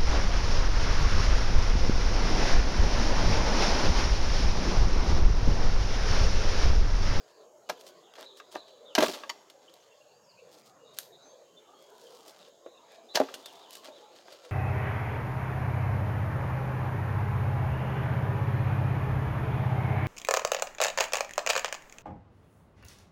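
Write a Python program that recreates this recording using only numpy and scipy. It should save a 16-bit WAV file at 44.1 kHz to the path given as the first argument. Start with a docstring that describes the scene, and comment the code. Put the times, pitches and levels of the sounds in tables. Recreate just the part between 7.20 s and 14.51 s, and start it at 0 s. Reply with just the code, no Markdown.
"""A faint scrape of bark over a far, low rush, then the first knock: firewood is stacked by hand in an
earth pit at the edge of a wood, a few metres away. Pieces knock, bounce and settle, each ringing in its
own modes, and the heavy ones thump the ground. Bark crunches at each contact and rustles as wood is
shifted; leaves and sand are trodden and dry twigs snap. The pit walls add a short wash and the trees a
faint echo. Small birds whistle through the foliage above a thin insect hiss."""
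import sys
import numpy as np
from scipy import signal
from scipy.fft import rfft, irfft, next_fast_len
from scipy.io import wavfile
from scipy.ndimage import uniform_filter1d

SR = 44100
rng = np.random.default_rng(int(sys.argv[2]) if len(sys.argv) > 2 else 0)


def wrap_up_sound(samples):
    """Save the sound to the file named by the first command line argument, as 16-bit audio."""
    columns = np.atleast_2d(samples).T
    # keep every value between -1 and 1, then stretch to whole-number steps
    tamed = np.clip(columns, -1, 1)
    steps = np.round(tamed * 32767).astype(np.int16)
    wavfile.write(sys.argv[1], SR, steps)


N = 322371
TIME = np.arange(N) / SR

# modes of each piece of wood: f/Hz, level/dB, t60/s
WOOD_MODES = { "log": [(242, -7, 0.27), (295, -4.5, 0.18), (362, -4, 0.073), (451, -7, 0.087),
              (573, 1.5, 0.079), (621, 2, 0.062), (685, 0.5, 0.044), (780, -5.5, .055), (921, -4.5, 0.083),
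              (1117, -7, 0.05), (1340, -7.5, 0.05), (1650, -11, 0.054), (1920, -7, 0.05),
              (2450, -9.5, .055)], "pile": [(234, -13.5, 0.083), (277.5, 1.5, 0.13), (383, 2, 0.09),
              (451, 2.5, 0.076), (523, 0.5, 0.05), (614, -1, 0.083), (750, -5.5, 0.067), (850, -4, 0.073),
              (1160, -11, 0.06), (1560, -15, 0.045)], "stump": [(345, -3, 0.15), (423, -6, 0.038),
              (487, 10, 0.069), (540, -6, 0.088), (960, -36, 0.035)], "billet": [(494, 0, 0.086),
              (678, -0.5, 0.074), (992, 2, 0.036), (1040, -9, 0.073), (1270, 4, 0.017), (1655, -6, 0.047),
              (2750, -16, 0.07), (3920, -5, 0.027), (4420, -37, .04)], "split": [(380, -3, 0.069),
              (587, -18, 0.049), (740, 2.5, 0.044), (940, 3.5, 0.039), (1194, -6, 0.069), (1570, -7, 0.055),
              (1813, -2, 0.024), (2400, -27, 0.013), (2630, -12, 0.029)], "stick": [(754, -2.5, 0.11),
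              (1070, -7, 0.078), (1660, -9, 0.048), (1950, 9, 0.019), (2170, -20, 0.015), (2843, 7, 0.05),
              (3100, 2, 0.033), (4400, -21, 0.027), (4970, -18, 0.014), (5620, 18, 0.0053),
              (6130, -13, 0.033)], "stub": [(1135, 8, 0.045), (1246, 7, 0.066), (1624, 4, 0.044),
              (2030, -5, .025), (2600, 5, 0.022)], "branch": [(944, 1.5, 0.17), (1090, 0, 0.16),
              (1200, -1, 0.053), (1997, 5.5, 0.049), (2070, -6, 0.067), (3100, 3, 0.056), (4000, -17, .045),
              (4720, 1, 0.068), (5400, 6.5, 0.024), (6960, 1, 0.03)], }
# how each piece lies and what covers it: ring length/ratio, crack tilt/dB per octave, knock vs ring/dB
PIECES = {"log": (1, -0.39, -6), "pile": (1, 0, 0.5), "stump": (0.96, 0.87, -24),
          "billet": (0.54, -0.68, -11), "split": (0.71, -2.3, -6), "stick": (0.75, -2.6, -12.5),
          "stub": (0.83, -5, -22), "branch": (0.53, -1.8, -15.5)}
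# wood meets wood: t/s, piece, ring level/dB, bark crack level/dB, crack decay/s
BLOWS = [ (0.4904, "billet", -47, -45.5, 0.0045), (0.495, "billet", -36.5, -36.5, 0.0071),
         (0.4982, "billet", -36, -36, 0.0018), (0.5006, "billet", -29.5, -54, .003),
         (0.524, "pile", -52, -64, .003), (0.937, "branch", -71, -54.5, 0.0017),
         (0.9534, "stick", -67, -52.5, 0.0076), (.982, "split", -48.5, -58, 0.0025),
         (1.1996, "stub", -43, -50.5, 0.0035), (1.344, "pile", -52, -59, .005),
         (1.352, "split", -47, -46.5, 0.0024), (1.357, "split", -32.5, -62, 0.0058),
         (1.7515, "stick", -24, -25.5, 0.0055), (1.7798, "log", -16.5, -35, 0.0073),
         (1.783, "split", -23.5, -25, 0.0053), (1.804, "log", -28.5, -29.5, 0.0075),
         (1.8133, "stub", -36, -32.5, 0.0054), (1.8232, "log", -22.5, -32.5, 0.0065),
         (1.826, "billet", -29, -28.5, 0.0051), (1.8342, "log", -22, -32.5, 0.0054),
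         (1.841, "split", -35.5, -33.5, 0.0083), (1.863, "stub", -37, -36.5, 0.0039),
         (1.8825, "stick", -39, -39.5, 0.0062), (1.8898, "pile", -40.5, -50, .004),
         (1.897, "log", -51, -41.5, 0.0025), (1.934, "log", -52, -40.5, 0.014),
         (1.941, "stub", -60, -44.5, 0.0057), (1.951, "stick", -64.5, -53, 0.0048),
         (2.0355, "stub", -37.5, -45, 0.0038), (2.0943, "branch", -36.5, -43, 0.0033),
         (2.0981, "branch", -33.5, -38.5, 0.0064), (2.299, "pile", -68, -54, 0.0038),
         (5.462, "stump", -40.5, -73, .0034), (5.948, "pile", -40, -38, 0.005),
         (5.9544, "branch", -27, -23.5, 0.0063), (5.9728, "split", -26, -34.5, 0.0039),
         (5.9985, "pile", -35.5, -40.5, 0.0048), (6.002, "pile", -22, -50, 0.006),
         (6.0148, "pile", -27.5, -56, .005), (6.037, "pile", -41.5, -60, .004),
         (6.086, "stub", -47, -48, 0.013), (6.685, "log", -48.5, -60.5, 0.016),
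         (7.082, "split", -48.5, -58, 0.0041), ]
# heavy pieces come down on the earth: t/s, peak level/dB
LANDINGS = [(0.4976, -37), (1.353, -42.5), (1.781, -20), (1.819, -30), (1.882, -31), (5.9543, -33),
            (6.002, -48)]
# bark drags, leaves and sand are trodden: peak t/s, half length/s, surface, crackle level/dB
SCUFFS = [ (0.096, 0.037, "bark", -66.5), (0.606, 0.0095, "leaves", -55), (0.674, 0.022, "leaves", -54),
          (1.012, 0.029, "earth", -51), (1.183, 0.015, "leaves", -58), (1.33, 0.0095, "leaves", -52.5),
          (1.357, 0.022, "bark", -52.5), (1.491, 0.014, "bark", -59.5), (1.868, 0.05, "leaves", -42.5),
          (1.962, 0.05, "bark", -51), (2.517, 0.11, "bark", -65.5), (3.365, 0.049, "sand", -61),
          (3.475, 0.023, "sand", -62.5), (3.804, 0.044, "leaves", -56.5), (4.679, 0.13, "sand", -68.5),
          (4.848, 0.054, "leaves", -61.5), (4.986, 0.082, "leaves", -61), (5.086, 0.025, "sand", -56.5),
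          (5.201, 0.061, "bark", -60), (5.736, 0.031, "bark", -64), (5.967, 0.011, "bark", -32),
          (6.163, 0.22, "leaves", -64), (6.337, 0.033, "leaves", -61), (6.438, 0.039, "bark", -60.5),
          (6.553, 0.032, "leaves", -53), (6.655, 0.023, "bark", -52.5), (6.782, 0.05, "bark", -62.5),
          (6.973, 0.036, "bark", -59), (7.135, 0.071, "bark", -58.5), (7.267, 0.02, "bark", -51.5), ]
# tone of each rubbed surface: crackle tilt/dB per octave, wood body vs crackle/dB
SURFACES = {"bark": (-1.15, -7), "leaves": (3, -9), "sand": (3.9, 0.42), "earth": (-1.8, 1)}
# dry twigs break: t/s, level/dB, decay/s
SNAPS = [(1.008, -54, 0.0016), (1.168, -67, 0.0023), (1.324, -58, 0.0045), (2.299, -56.5, 0.0041),
         (2.5385, -56.5, 0.0017), (3.772, -55, 0.0075), (3.7865, -32.5, 0.00095), (4.624, -65.5, 0.00087),
         (4.703, -68, .0007), (4.78, -62.5, 0.0017), (4.953, -73, 0.0019), (5.079, -58, 0.00082),
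         (5.185, -68, 0.0014), (5.284, -67, 0.0025), (5.719, -63.5, .002), (6.14, -38.5, 0.006),
         (6.2579, -43, 0.0041), (6.329, -63, 0.0019), (6.5072, -51, 0.0014), (6.531, -53, 0.00053),
         (6.5522, -45.5, 0.0026), (6.644, -51.5, 0.0044), (6.953, -61.5, 0.0057), (7.123, -50.5, 0.0073),
         (7.251, -62, 0.0066)]
# the nearer birds: t/s, length/s, note shape, middle f/Hz, level/dB
CHIRPS = [ (0.823, 0.085, "slur", 3250, -62), (1.028, 0.1, "hook", 3850, -50.5),
          (1.355, 0.085, "hook", 3950, -49.5), (1.421, 0.11, "level", 4520, -61.5),
          (1.462, 0.052, "slide", 3150, -61), (1.51, 0.11, "level", 3940, -66),
          (1.535, 0.061, "slide", 2980, -71), (1.649, 0.088, "slur", 3330, -52.5),
          (2.477, 0.015, "pip", 3030, -52), (2.606, 0.016, "pip", 5900, -60),
          (2.71, 0.031, "pip", 2710, -62), (2.807, 0.021, "pip", 2750, -60), (2.904, .02, "pip", 2740, -67),
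          (3.026, 0.061, "drop", 5300, -65), (3.087, 0.035, "drop", 4600, -57.5),
          (3.171, 0.039, "sweep", 2580, -55.5), (3.646, 0.1, "level", 3770, -57.5),
          (3.921, 0.042, "level", 3780, -50.5), (3.99, 0.068, "rise", 3960, -58),
          (4.022, 0.13, "rise", 6300, -57), (4.211, 0.43, "level", 3080, -70.5),
          (4.364, 0.035, "level", 3540, -55), (4.537, 0.21, "rise", 3316, -62.5),
          (4.847, 0.055, "slide", 3100, -57), (5.184, 0.094, "slur", 3580, -61),
          (5.43, 0.21, "hook", 3760, -62.5), (5.886, 0.075, "arch", 3970, -47.5),
          (6.232, 0.088, "slur", 3330, -51), (6.401, 0.079, "slur", 3450, -56),
          (6.462, 0.17, "level", 2980, -60), (6.714, 0.075, "arch", 3920, -56.5),
          (6.758, 0.047, "slide", 3300, -57), ]
# bird note shapes: four pitches from start to end/ratio to the middle, share scattered by foliage/0-1
NOTE_SHAPES = { "slur": (1.04, 1.07, .93, .84, .6), "hook": (.94, 1.02, .98, .85, .8),
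               "arch": (.89, .99, 1, .91, .55), "slide": (1.07, 1.02, .97, .93, .55),
               "level": (1.01, 1, 1, .98, .35), "rise": (.978, .993, 1.007, 1.018, .1),
               "sweep": (.95, .98, 1.02, 1.07, .4), "pip": (1, 1.02, 1.01, .96, .5),
               "drop": (1.07, 1.03, .97, .92, .4), }
# tone curves: f/Hz, level/dB
BODY_EQ = [(40, -47), (110, -41), (190, -12), (290, 0), (600, 9.5), (1100, -3), (1700, -10), (3000, -15),
           (8000, -41)]  # dull knock of wood
BARK_EQ = [(150, -33), (500, -7), (1200, 0.5), (2300, -2), (3500, 4), (5000, 0), (6500, -2), (8200, -12.5),
           (11000, -13), (14500, -10.5), (16000, -23)]  # bark being crushed
THUMP_EQ = [(15, -16), (50, -30), (100, -16), (170, -5.5), (250, -4), (400, 0.5), (1000, -23), (4000, -80)]  # shaken earth
RUSTLE_EQ = [(150, -29), (500, -4.5), (1200, -1), (2200, -5.5), (3200, 0.5), (4800, 0), (6500, -7.5),
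             (8200, -11), (11500, -18.5), (15500, -19.5)]  # rubbed surfaces
TWIG_EQ = [(30, -95), (200, -43), (600, -16), (1000, -23), (1550, -8), (2100, -11.5), (3700, 3.5),
           (5500, -1), (8000, 0.5), (12000, -0.5), (14500, 2), (16000, -13)]  # a quick snap
ECHO_EQ = [(40, -30), (150, -9.5), (500, -3.5), (1500, -3), (4000, -1.5), (8000, -2.5), (15000, -1.5)]  # what the trunks throw back
AIR_EQ = [(20, -57), (45, -31), (80, -25), (140, -16), (240, -14), (330, -8), (480, 1.5), (610, -0.5),
          (760, -7.5), (1050, -9), (1400, -16.5), (2100, -23.5), (3500, -22), (5600, -23), (8500, -32),
          (15500, -35.5)]  # far rush and hiss
# fader ride of the far rush: t/s, level/dB
RUSH_RIDE = [(0, -56), (0.3, -58), (0.7, -55.5), (1.1, -59), (1.6, -57.5), (2.8, -60.5), (3.4, -58.5),
             (4.1, -57.5), (4.65, -56), (5.5, -58.5), (5.8, -54.5), (7.31, -56.5)]
# insect noise bands: f/Hz, width/Hz, relative level/dB
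INSECT_BANDS = [(6580, 170, 4.5), (7330, 310, 0.5)]


def firewood(ground_db=-30, choke_s=0.0055, contact_s=0.0004):
    """Each blow knocks and rings a piece, crushes its bark and shakes the ground; heavy pieces land."""
    out, t = np.zeros(N), seconds(.25)
    contact = np.sin(np.pi * np.minimum(t / contact_s, 1))
    knock = unit_hit(colour(contact, BODY_EQ))
    for start, piece, ring_db, crack_db, crack_s in BLOWS:
        sustain, tilt_db, knock_db = PIECES[piece]
        # the ring is choked when the same piece makes its next contact
        free_s = min([row[0] - start for row in BLOWS if row[1] == piece and row[0] > start], default=1)
        choke = np.exp(-np.maximum(t - free_s, 0) / choke_s)
        ring = choke * wood_ring(WOOD_MODES[piece], t, sustain)
        body = ring + amp(knock_db) * knock + amp(ground_db) * ground_thump(t)
        crunch = fibre_crack(t, BARK_EQ, crack_s, tilt_db, split_db=-15)
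        add(out, start, amp(ring_db) * body + amp(crack_db) * crunch)
    for start, db in LANDINGS:
        add(out, start, amp(db) * ground_thump(t))
    return out


def wood_ring(modes, t, sustain, detune=0.016, spot_db=2.0, rattle_db=-9.0, rattle_s=0.013):
    """A piece rings in a mix of modes set by where it is struck, and rattles against its neighbours."""
    hz, db, t60 = np.transpose(modes)
    tuning, spot, polarity = rng.standard_normal((len(hz), 3)).T
    waves = np.sin(2 * np.pi * np.outer(hz * (1 + detune * tuning), t))
    fades = np.exp(-np.log(1000) * np.outer(1 / (t60 * sustain), t))
    gains = np.sign(polarity) * amp(db + spot_db * spot)
    tones = unit_hit(gains @ (waves * fades))
    rattle = unit_hit(colour(noise_burst(t, rattle_s), BODY_EQ))
    # below its lowest mode a piece hardly radiates
    low_cut = signal.butter(3, 0.95 * hz[0], "high", fs=SR, output="sos")
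    return signal.sosfilt(low_cut, tones + amp(rattle_db) * rattle)


def fibre_crack(t, eq, decay_s, tilt_db, split_db, attack_s=0.0012):
    """Dry fibres break in a short burst of grains, with one sharp split among them."""
    envelope = np.exp(-t / decay_s) * (1 - np.exp(-t / attack_s))
    crush = grains(len(t), spread_db=2.6, grain_s=.0004) * envelope
    click = signal.unit_impulse(len(t), int(attack_s * SR))
    split = amp(split_db) * np.linalg.norm(crush) * click
    return unit_hit(colour(crush + split, eq, tilt_db))


def ground_thump(t, shake_s=0.022, shake_db=-24):
    """One push into the ground and the dull shaking after it, peak 1."""
    push = signal.unit_impulse(len(t)) + amp(shake_db) * noise_burst(t, shake_s)
    thump = colour(push, THUMP_EQ)
    return thump / abs(thump).max()


def scuffs(grit_per_s=120, grit_db=1, grit_spread_db=3, catch_per_s=75, catch_db=3):
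    """Rough surfaces catch and slip: an uneven swell of crackle and grit that stirs the wood beneath."""
    out, t = np.zeros(N), seconds(1)
    for peak_s, half_s, surface, db in SCUFFS:
        tilt_db, body_db = SURFACES[surface]
        slips = grains(SR, spread_db=0, grain_s=0.00065)
        grit_sizes = amp(grit_spread_db * np.minimum(rng.exponential(size=SR), 2))
        grit_signs = rng.choice([-1, 1], SR)
        grit = unit((rng.random(SR) < grit_per_s / SR) * grit_sizes * grit_signs)
        catching = unit(amp(catch_db * drift(catch_per_s, t)))
        crackle = unit(colour(catching * slips + amp(grit_db) * grit, RUSTLE_EQ, tilt_db))
        body = amp(body_db) * unit(colour(slips, BODY_EQ))
        lead_s = min(peak_s, .5)
        swell = bell(t, lead_s, 0.98 * half_s)
        add(out, peak_s - lead_s, amp(db) * swell * (crackle + body))
    return out


def twig_snaps(ring_db=-23, quick_s=0.00079):
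    """A twig gives way and barely rings; the quicker it goes, the brighter and more like one click."""
    out, t = np.zeros(N), seconds(.25)
    for start, db, decay_s in SNAPS:
        slowness = np.log2(decay_s / quick_s)
        fibres = fibre_crack(t, TWIG_EQ, decay_s, tilt_db=-0.5 - 2.5 * slowness, split_db=2 - 7 * slowness)
        ring = amp(ring_db) * wood_ring(WOOD_MODES["stick"], t, sustain=1)
        add(out, start, amp(db) * (fibres + ring))
    return out


def pit_walls(x, wall_db=-10, fade_s=0.014, gap_s=.002):
    """The direct sound plus a dense wash of early reflections off the rough earth walls."""
    t = seconds(.06)
    reflections = noise_burst(t, fade_s) * (t > gap_s)
    return x + amp(wall_db) * reverb(x, reflections)


def tree_echo(x, t60, patchy_db, build_s=0.019):
    """Trunks scatter the sound back as a soft-edged, grainy tail."""
    t = seconds(1)
    envelope = np.exp(-np.log(1000) * t / t60) * (1 - np.exp(-t / build_s))
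    tail = grains(SR, patchy_db, grain_s=0.0039) * envelope
    return reverb(x, colour(tail, ECHO_EQ))


def near_birds(echo_db=-1.5, blur_share=.6):
    """Part of each call arrives clear; the rest is blurred by foliage and echoes in the trees."""
    clear, hidden = np.zeros(N), np.zeros(N)
    for start, length_s, shape, hz, db in CHIRPS:
        call = amp(db) * whistle(length_s, shape, hz)
        scattered = NOTE_SHAPES[shape][-1]
        add(clear, start, np.sqrt(1 - scattered) * call)
        add(hidden, start, np.sqrt(scattered) * call)
    # fast flutter smears the pitch into a narrow band of noise
    flutter = unit(uniform_filter1d(uniform_filter1d(rng.standard_normal(N), size=70), size=45))
    hidden *= np.sqrt(1 - blur_share) + np.sqrt(blur_share) * flutter
    return clear + foliage(hidden) + amp(echo_db) * tree_echo(hidden, t60=1.0, patchy_db=0)


def far_birds(calls_per_s=4, low_hz=2800, high_hz=5000, length_s=.07, db=-73):
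    """Faint whistles from deep in the wood, at chance times and pitches."""
    out, shapes = np.zeros(N), list(NOTE_SHAPES)
    for slot, (offset, pitch, kind) in enumerate(rng.random((30, 3))):
        hz = low_hz * (high_hz / low_hz) ** pitch
        shape = shapes[int(kind * len(shapes))]
        add(out, (slot + offset) / calls_per_s, amp(db) * whistle(length_s, shape, hz))
    return out


def whistle(length_s, shape, middle_hz, waver=0.011):
    """One bird note: a pure tone that bends through four pitches and wavers."""
    progress = np.linspace(0, 1, int(length_s * SR))
    contour = np.polyfit(np.linspace(0, 1, 4), NOTE_SHAPES[shape][:4], 3)
    wobble = unit(uniform_filter1d(rng.standard_normal(SR), size=110))[:len(progress)]
    hz = middle_hz * np.polyval(contour, progress) * (1 + waver * wobble)
    swell = np.sqrt(4 * progress * (1 - progress)) * (1 - progress / 2)
    return swell * np.sin(2 * np.pi * np.cumsum(hz) / SR)


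def foliage(x, fade_s=0.0097):
    """Leaves scatter a call over many short paths and blur it."""
    return reverb(x, noise_burst(seconds(.1), fade_s))


def far_rush(swell_db=1.5, swell_per_s=8, flicker_db=6.0, flicker_per_s=14, hiss_db=-60.5):
    """A low bed of noise: octaves swell, sixth-octave bands flicker, and a hiss wavers around them."""
    air = rfft(unit(colour(rng.standard_normal(N), AIR_EQ)), 2 * next_fast_len(N // 2 + 1))
    hz = np.maximum(np.linspace(0, SR / 2, len(air)), 1)
    rush, outside_bands = np.zeros(N), np.ones(len(hz))
    for octave in range(5):
        swell = swell_db * drift(swell_per_s)
        for centre_hz in 170 * 2 ** (octave + np.arange(6) / 6):
            band = np.maximum(1 - 6 * abs(np.log2(hz / centre_hz)), 0)
            outside_bands -= band
            movement = unit(amp(swell + flicker_db * drift(flicker_per_s)))
            rush += irfft(air * band)[:N] * movement
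    hiss = amp(hiss_db + 1.2 * drift(per_s=5)) * irfft(air * outside_bands)[:N]
    ride = amp(np.interp(TIME, *np.transpose(RUSH_RIDE)))
    return ride * rush + hiss


def insects(gain_db=-79):
    """Insects hiss steadily in two thin, high bands."""
    return amp(gain_db) * sum(amp(db) * noise_band(hz, width) for hz, width, db in INSECT_BANDS)


def passing_rumble(start_s=2.84, end_s=4.14, fade_s=0.17, db=-74.5):
    """A faint, low rumble fades in, holds and fades out."""
    fade = np.clip(np.minimum(TIME - start_s, end_s - TIME) / fade_s, 0, 1)
    return amp(db) * fade * noise_band(centre_hz=161, width_hz=44)


def amp(db):
    """Decibels to gain."""
    return 10 ** (np.asarray(db) / 20)


def seconds(length_s):
    """A time axis of the given length."""
    return np.arange(int(length_s * SR)) / SR


def unit(x):
    """Scale to rms 1."""
    return x / np.sqrt(np.mean(x ** 2))


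def unit_hit(x):
    """Scale to rms 1 over the first 8 ms."""
    return x / np.sqrt(np.mean(x[:int(.008 * SR)] ** 2))


def add(out, start_s, x):
    """Mix x in at the given time."""
    i = max(int(start_s * SR), 0)
    out[i:i + len(x)] += x[:max(N - i, 0)]


def bell(x, centre, width):
    """A Gaussian hump, peak 1."""
    return np.exp(-.5 * ((x - centre) / width) ** 2)


def colour(x, eq, tilt_db=0, size=2048):
    """Shape x with a tone curve, tilted in dB per octave."""
    hz, db = np.transpose(eq)
    octave = np.log2(np.maximum(np.fft.rfftfreq(size, 1 / SR), 1))
    tilt = tilt_db * np.clip(octave, np.log2(hz[0]), np.log2(hz[-1]))
    gain_db = np.interp(octave, np.log2(hz), db) + tilt
    # minimum phase keeps attacks sharp, with no ringing ahead of them
    cepstrum = irfft(np.log(amp(gain_db - gain_db.max())))
    cepstrum[1:size // 2] *= 2
    cepstrum[size // 2 + 1:] = 0
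    return signal.fftconvolve(x, irfft(np.exp(rfft(cepstrum))))[:len(x)]


def reverb(x, response):
    """Play x through an impulse response scaled to unit energy."""
    return signal.fftconvolve(x, response / np.linalg.norm(response))[:N]


def grains(n, spread_db, grain_s):
    """Noise in tiny grains: the wider their spread in level, the more it crackles."""
    hold = max(int(grain_s * SR), 1)
    sizes = amp(spread_db * np.minimum(rng.exponential(size=n // hold + 1), 5))
    return unit(np.repeat(sizes, hold)[:n] * rng.standard_normal(n))


def noise_burst(t, decay_s):
    """White noise that dies away."""
    return rng.standard_normal(len(t)) * np.exp(-t / decay_s)


def noise_band(centre_hz, width_hz):
    """Noise in one narrow band, rms 1."""
    band = bell(np.fft.rfftfreq(N, 1 / SR), centre_hz, width_hz)
    return unit(irfft(band * rfft(rng.standard_normal(N)), N))


def drift(per_s, t=TIME):
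    """A control curve gliding between random values, with a spread near 1."""
    knots = rng.standard_normal(200)
    return np.interp(t * per_s, np.arange(len(knots)), knots)


def scene(wood_echo_db=-19.5, snap_echo_db=-15, far_echo_db=7.0):
    """Wood in the pit up front, birds through foliage behind, both echoing over the far bed; mono."""
    twigs, far_calls = twig_snaps(), far_birds()
    near = pit_walls(firewood() + scuffs() + twigs)
    outward = firewood() + scuffs()  # the pieces radiate a different mix towards the trees
    echo = amp(wood_echo_db) * tree_echo(outward, t60=1.0, patchy_db=3)
    echo += amp(snap_echo_db) * tree_echo(twigs, t60=0.29, patchy_db=1)
    birds = near_birds() + foliage(far_calls)
    birds += amp(far_echo_db) * tree_echo(far_calls, t60=0.91, patchy_db=2)
    bed = far_rush() + insects() + passing_rumble()
    return (near + echo + birds + bed)[None]


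def record(dry):
    """A steep high cut at 16.1 kHz takes off the very top."""
    return signal.sosfilt(signal.ellip(10, .1, 70, 16100, fs=SR, output="sos"), dry)


dry = scene()
out = record(dry)
wrap_up_sound(out)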